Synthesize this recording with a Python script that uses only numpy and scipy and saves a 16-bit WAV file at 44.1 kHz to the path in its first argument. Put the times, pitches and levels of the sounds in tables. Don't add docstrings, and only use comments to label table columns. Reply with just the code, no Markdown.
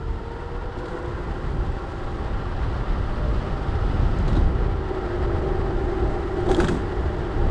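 import sys
import numpy as np
from scipy import signal
from scipy.fft import rfft, irfft
from scipy.io import wavfile
from scipy.ndimage import uniform_filter1d

SR = 44100
rng = np.random.default_rng(int(sys.argv[2]) if len(sys.argv) > 2 else 0)


def transcribe(u):
    v = np.clip(np.atleast_2d(u).T, -1, 1)
    q = np.round(v * 32767).astype(np.int16)
    wavfile.write(sys.argv[1], SR, q)


N = 330750
TIME = np.arange(N) / SR
ROAD_BLEND_S = 0.21
# time in seconds, rate at which tread knobs meet the road in Hz.
KNOB_RATES = [(0, 448), (.45, 469.8), (.95, 499.3), (1.9, 539.6), (3.05, 593.7), (3.48, 608.2),
              (4.2, 649.6), (6.2, 627.7), (6.9, 604.6)]


def undb(db):
    return 10 ** (np.asarray(db) / 20)


def unit(x):
    return x / np.sqrt(np.mean(x ** 2))


def even(x, window_s):
    size = int(window_s * SR)
    return x / np.sqrt(uniform_filter1d(uniform_filter1d(x ** 2, size), size) + 1e-18)


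def ramp(at, length):
    return np.clip((TIME - at) / length + .5, 0, 1)


def place(sound, start):
    return np.pad(sound, (int(start * SR), N))[:N]


def noise():
    return rng.standard_normal(N)


def walk(rate):
    size = int(SR / rate)
    return unit(uniform_filter1d(uniform_filter1d(noise(), size, mode="wrap"), size, mode="wrap"))


def grains(rate, spread_db):
    return unit((rng.random(N) < rate / SR) * noise() * undb(spread_db * np.clip(noise(), -2, 2)))


def burst(start, length, size=SR // 4, spread_db=2, contacts_per_s=7000):
    samples = length * SR
    age = 2 * np.arange(size) / samples
    density = min(contacts_per_s / SR + 20 / samples, 1)
    impulses = rng.choice([-1, 1], size) * (rng.random(size) < density)
    contacts = impulses * undb(spread_db * rng.standard_normal(size))
    return place(unit(contacts) * np.sqrt(age * np.exp(1 - age)), start)


def colour(x, points, size=8192):
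    hz, db = np.transpose(points)
    bins = np.maximum(np.arange(size // 2 + 1) * SR / size, 1)
    cepstrum = irfft(np.log(undb(np.interp(np.log(bins), np.log(hz), db))))
    cepstrum[1:size // 2] *= 2
    cepstrum[size // 2 + 1:] = 0
    response = irfft(np.exp(rfft(cepstrum)))
    return signal.fftconvolve(x, response / np.linalg.norm(response))[:N]


def resonate(x, hz, width_hz):
    return signal.lfilter(*signal.iirpeak(hz, hz / width_hz, fs=SR), x)


def resonate_twice(x, hz, width_hz):
    return resonate(resonate(x, hz, width_hz), hz, width_hz)


def ringing(modes):
    age = np.arange(SR // 2) / SR
    return sum(undb(db) * np.sin(2 * np.pi * hz * age) * np.exp(-np.log(1000) * age / t60)
               for hz, t60, db in modes)


def knob_rate(at=TIME):
    return np.interp(at, *np.transpose(KNOB_RATES))


def speed_db(cruise_db, db_per_doubling, cruise_hz=600):
    return cruise_db + db_per_doubling * np.log2(knob_rate() / cruise_hz)


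def road():
    # start in seconds,
    # gains of roar, hiss, drone and hum in dB, scuffing (0 clean, 1 or more hoarse), jingle in dB.
    stretches = [(0, -4, 0, -2.5, 0.5, 0.11, -58), (.3, -1.5, 0.5, 0, 3, 0.08, -57),
                 (.58, -2.5, 0.5, -2, 3, 0.5, -66), (.8, -1, 0.5, 7.5, 6, 0.77, -52),
                 (1.06, 0, 0, 2.5, -1, 0.92, -54), (1.4, -2, -0.5, 1.5, -1.5, 0.86, -53),
                 (2.25, 0, 0, -0.5, 2, 1.2, -71), (3.04, -1, -0.5, -2.5, 2.5, 0.3, -64),
                 (3.49, 0, -0.7, 1, 2, 0.9, -62), (4.42, -1, -4, 5, -3, 0.7, -72),
                 (4.96, 0.3, -3, 9.5, 3, 0.91, -57), (5.75, -.3, -3.5, 9.5, -3, 0.91, -52),
                 (6.38, 0, -1, 10.5, 2, 0.7, -47.5), (6.7, .5, -2, 7, -10, 0.05, -54)]
    rows = np.array(stretches)
    changes = np.diff(rows[:, 1:], axis=0)
    blends = np.array([ramp(start, ROAD_BLEND_S) for start in rows[1:, 0]])
    return rows[0, 1:, None] + changes.T @ blends


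def wheel_blows(wheelbase_m=1.15, knob_spacing_m=.02):
    # start in seconds, thump in dB, thump length in seconds, thud in dB, clatter in dB.
    bumps = [(0.762, -46, 0.019, -42, -52), (4.269, -30.5, 0.022, -31.5, -49),
             (6.481, -23, 0.036, -36, -34.5), (6.601, -29, 0.022, -25.5, -37)]
    blows = []
    for start, *blow in bumps:
        lag = wheelbase_m / (knob_spacing_m * knob_rate(start))
        blows += [(start, *blow), (start + lag, *blow)]
    return blows


def wind(flutter_db=1.5, split_hz=105, edge_s=0.096):
    # frequency in Hz, relative spectral level in dB.
    spectrum = [(10, -16.5), (22, -2.5), (38, 0.5), (68, -3), (120, -8.5), (170, -14.5), (240, -19.5),
                (450, -25), (900, -41), (2500, -72), (8000, -115)]
    # start in seconds, length in seconds, level above the steady airflow in dB.
    gusts = [(0.058, 0.11, 11), (0.476, 0.2, 3.5), (1.088, 0.29, 4.5), (1.433, 0.36, 8), (1.995, 0.46, 5),
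             (2.56, 1, 6), (3.247, 0.12, 3.5), (3.59, 1.19, 6.5), (3.9, 0.59, 2), (4.373, 0.12, 3),
             (5.186, 0.76, 5), (6.018, 0.15, 9.5), (6.371, 0.45, 5), (6.956, 0.32, 4), (7.356, 0.38, 12)]
    gust_db = sum(db * (ramp(start, edge_s) - ramp(start + length, edge_s))
                  for start, length, db in gusts)
    level_db = speed_db(-29.5, db_per_doubling=11.9) + gust_db
    air = unit(colour(noise(), spectrum))
    deep = signal.sosfiltfilt(signal.butter(3, split_hz, fs=SR, output="sos"), air)
    buffet = even(deep, 0.083) * np.std(deep) * undb(level_db + flutter_db * walk(20))
    rush = (air - deep) * undb(uniform_filter1d(level_db, SR // 4))
    return buffet + rush


def frame_drone(drone_db, spoke_fade_in_s=0.83):
    # frequency in Hz, nominal width in Hz, relative level in dB.
    frame_modes = [(335.3, 40.6, -4), (355, 21, 2.5), (381, 29, -1), (450.6, 14, -5), (487.6, 11, -7.5),
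                   (599.4, 9.5, -8.5), (642, 53, -13), (782, 32.6, -8)]
    # frequency in Hz, width of each filter stage in Hz, level in dB.
    spoke_modes = [(788, 22, -48.5), (1126, 60, -53), (1296, 40, -53.5), (1379, 45, -50.5), (1586, 35, -58)]
    knocks = noise() + grains(250, 0.41)
    drone = sum(undb(db) * resonate_twice(knocks, hz, 1.43 * width) for hz, width, db in frame_modes)
    shaking = noise()
    spokes = sum(undb(db) * unit(resonate_twice(shaking, hz, width)) for hz, width, db in spoke_modes)
    level_db = speed_db(-39, db_per_doubling=4.3) + drone_db
    return even(drone, 0.12) * undb(level_db) + spokes * np.minimum(TIME / spoke_fade_in_s, 1)


def paving_hum(start_s=4.88, end_s=6.55, waver=0.014, rough=0.81):
    # time in seconds, rate of crossing joints in Hz.
    joint_rates = [(5, 125), (5.3, 127.7), (5.6, 124.2), (5.9, 128), (6.35, 122.3)]
    # multiple of the joint rate, level in dB.
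    harmonics = [(3, -34.5), (5, -46.5)]
    joint_hz = np.interp(TIME, *np.transpose(joint_rates)) * (1 + waver * walk(21))
    phase = 2 * np.pi * np.cumsum(joint_hz) / SR
    hum = sum(undb(db) * np.sin(k * phase) * (1 + rough * walk(7.3)) for k, db in harmonics)
    return hum * (ramp(start_s, ROAD_BLEND_S) - ramp(end_s, ROAD_BLEND_S))


def tyre_noise(roar_db, hiss_db, flutter_db=0.71, grit_share=0.39):
    # frequency in Hz, relative spectral level in dB.
    roar_spectrum = [(120, -10), (200, 1.5), (280, 2), (480, 0.5), (690, 0), (900, 2), (1200, -3),
                     (1380, -2.5), (1520, -5.5), (1930, -6), (2280, -17), (4000, -47.5), (10000, -76.5)]
    hiss_spectrum = [(1700, -12.5), (2350, -3.5), (2950, 0.5), (4000, -5.5), (4800, -7.5), (5500, -13),
                     (6500, -19), (8000, -19.5), (9500, -26.5), (9950, -32.5), (10700, -34.5), (12000, -42),
                     (15000, -62)]
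    patches = undb(flutter_db * walk(54))
    roar = unit(colour(noise() + grit_share * grains(900, 3), roar_spectrum))
    hiss = unit(colour(noise() + grit_share * grains(1500, 5.3), hiss_spectrum))
    roar *= undb(speed_db(-36.5, db_per_doubling=5.4) + roar_db)
    hiss *= undb(speed_db(-49.5, db_per_doubling=15.8) + hiss_db)
    return patches * (roar + hiss)


def tread_hum(hum_db, scuffing, waver=0.0032, rough=0.42, smear=.045):
    # multiple of the knob rate, relative level in dB.
    harmonics = [(1, -2.5), (2, -4.5), (3, -12.5)]
    # frequency in Hz, width in Hz, gain in dB.
    wheel_modes = [(500, 29, 7), (602.4, 15, 8.5)]
    scuffing = np.clip(scuffing, 0, 1)
    phase = 2 * np.pi * np.cumsum(knob_rate() * (1 + waver * walk(37))) / SR
    scuff_phase = 2 * np.pi * np.cumsum(knob_rate() * (1 + smear * walk(244.6))) / SR
    clean = hoarse = 0
    for k, db in harmonics:
        regular = (1 - scuffing) ** (k * k)
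        clean += undb(db) * np.sqrt(regular) * np.sin(k * phase) * (1 + rough * walk(34))
        hoarse += undb(db) * np.sqrt(1 - regular) * np.sin(k * scuff_phase) * walk(70 * k)
    whine = sum(undb(db) * resonate(clean, hz, width) for hz, width, db in wheel_modes)
    horn = undb(3.5) * resonate(hoarse, hz=1300, width_hz=300)
    casing_growl = resonate(hoarse, hz=455, width_hz=70)
    level_db = speed_db(-48, db_per_doubling=-15) + hum_db
    return (clean + hoarse + whine + horn + casing_growl) * undb(level_db)


def rattles(jingle_db, clack_db=-1, ring_db=-12.5, link_t60_s=.1, link_db=-25):
    # start in seconds, relative level in dB, length in seconds, centre in Hz, width in Hz.
    sharp_slaps = [(0.786, -34, 0.0058, 3900, 1500), (0.855, -34, 0.005, 4400, 1400),
                   (.880, -39, 0.0074, 4200, 2500), (4.187, -36, .001, 7000, 7000),
                   (4.276, -31.5, 0.0074, 4000, 2600), (4.331, -30, 0.0016, 4530, 4000),
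                   (4.352, -29, 0.0046, 3700, 1400), (4.363, -27.5, 0.0074, 3750, 1100),
                   (6.404, -40.5, 0.0016, 8000, 8000), (6.467, -40, 0.003, 4500, 7000),
                   (6.5155, -19, 0.00062, 5500, 7000), (6.53, -39, 0.0016, 9000, 7990),
                   (6.547, -24, .0007, 9000, 7000), (6.566, -28, 0.0023, 6000, 7000),
                   (6.6, -24, 0.0062, 2900, 7000), (6.642, -25.5, 0.0045, 2700, 5000),
                   (6.683, -24, 0.0057, 3300, 7000)]
    # frequency in Hz, T60 in seconds, relative level in dB.
    metal_modes = [(1520, .025, 7.5), (2560, .05, -5), (3400, 0.016, 0), (3830, .025, -3),
                   (4670, 0.021, -5.5), (6340, .11, -17.5), (6430, 0.12, -16.5), (7500, .11, -20),
                   (7700, .11, -17), (7970, .14, -16)]
    # frequency in Hz, relative spectral level in dB.
    clack_spectrum = [(400, -3.5), (1000, 14), (1600, 18.5), (2400, 3), (3400, 1.5), (5000, -4),
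                      (8000, -4.5), (10000, -20), (13000, -29.5), (15500, -32.5)]
    slaps = sum(undb(db) * resonate(burst(start, length), hz, width)
                for start, db, length, hz, width in sharp_slaps)
    clatter = sum(undb(db) * burst(start + 0.0032, length=0.04) for start, *_, db in wheel_blows())
    jingle = undb(jingle_db) * grains(2500, 2.4)
    contacts = slaps + resonate(clatter + jingle, hz=5000, width_hz=7200)
    link_modes = [(hz, link_t60_s, link_db) for hz in rng.uniform(6600, 9400, size=30)]
    response = ringing(metal_modes + link_modes)
    ring = signal.fftconvolve(contacts, response / np.linalg.norm(response))[:N]
    return undb(clack_db) * colour(contacts, clack_spectrum) + undb(ring_db) * ring


def clinks(radiated_band_hz=(3200, 5600)):
    # frequency in Hz, T60 in seconds, relative level in dB.
    fitting_modes = [(3250, 0.025, 0.5), (3420, 0.01, 2.5), (4050, 0.023, -11), (5170, .04, -21),
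                     (5960, .04, -19), (6840, .015, -18)]
    # start in seconds, gain in dB.
    strikes = [(6.491, -35), (6.515, -36), (6.547, -24), (6.674, -31)]
    band = signal.butter(3, radiated_band_hz, "band", fs=SR, output="sos")
    ring = signal.sosfilt(band, ringing(fitting_modes))
    return sum(undb(db) * place(ring, start) for start, db in strikes)


def shudders(t60_s=0.12):
    # start in seconds, gain in dB, frequency in Hz, rise time in seconds.
    jolts = [(6.490, -20.5, 788, 0.0028), (6.508, -12.5, 365, .002), (6.510, -28, 660, .002),
             (6.573, -5.5, 340, .012), (6.685, -21, 361, 0.0037)]
    age = np.arange(SR // 2) / SR
    return sum(place(ringing([(hz, t60_s, db)]) * (1 - np.exp(-age / rise)), start)
               for start, db, hz, rise in jolts)


def thumps(frame_db=2, thud_hz=163, thud_width_hz=190, thud_s=0.052):
    # frequency in Hz, relative spectral level in dB.
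    frame_spectrum = [(40, 7), (120, -11), (260, 0), (350, 5.5), (470, -4), (750, -5.5), (1100, -12.5),
                      (2200, -46), (9000, -83)]
    blows = sum(undb(db) * burst(start, length) for start, db, length, _, _ in wheel_blows())
    squash = sum(undb(db) * burst(start, thud_s) for start, _, _, db, _ in wheel_blows())
    makeup_gain = np.sqrt(2 * SR / np.pi / thud_width_hz)
    thud = makeup_gain * resonate_twice(squash, thud_hz, thud_width_hz)
    return undb(frame_db) * colour(blows, frame_spectrum) + thud


def scene():
    roar_db, hiss_db, drone_db, hum_db, scuffing, jingle_db = road()
    tyres = tyre_noise(roar_db, hiss_db) + tread_hum(hum_db, scuffing)
    rolling = tyres + frame_drone(drone_db) + paving_hum()
    return (wind() + rolling + rattles(jingle_db) + clinks() + thumps() + shudders())[None]


def record(dry):
    return signal.sosfilt(signal.ellip(8, .2, 80, 15500, fs=SR, output="sos"), dry)


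dry = scene()
out = record(dry)
transcribe(out)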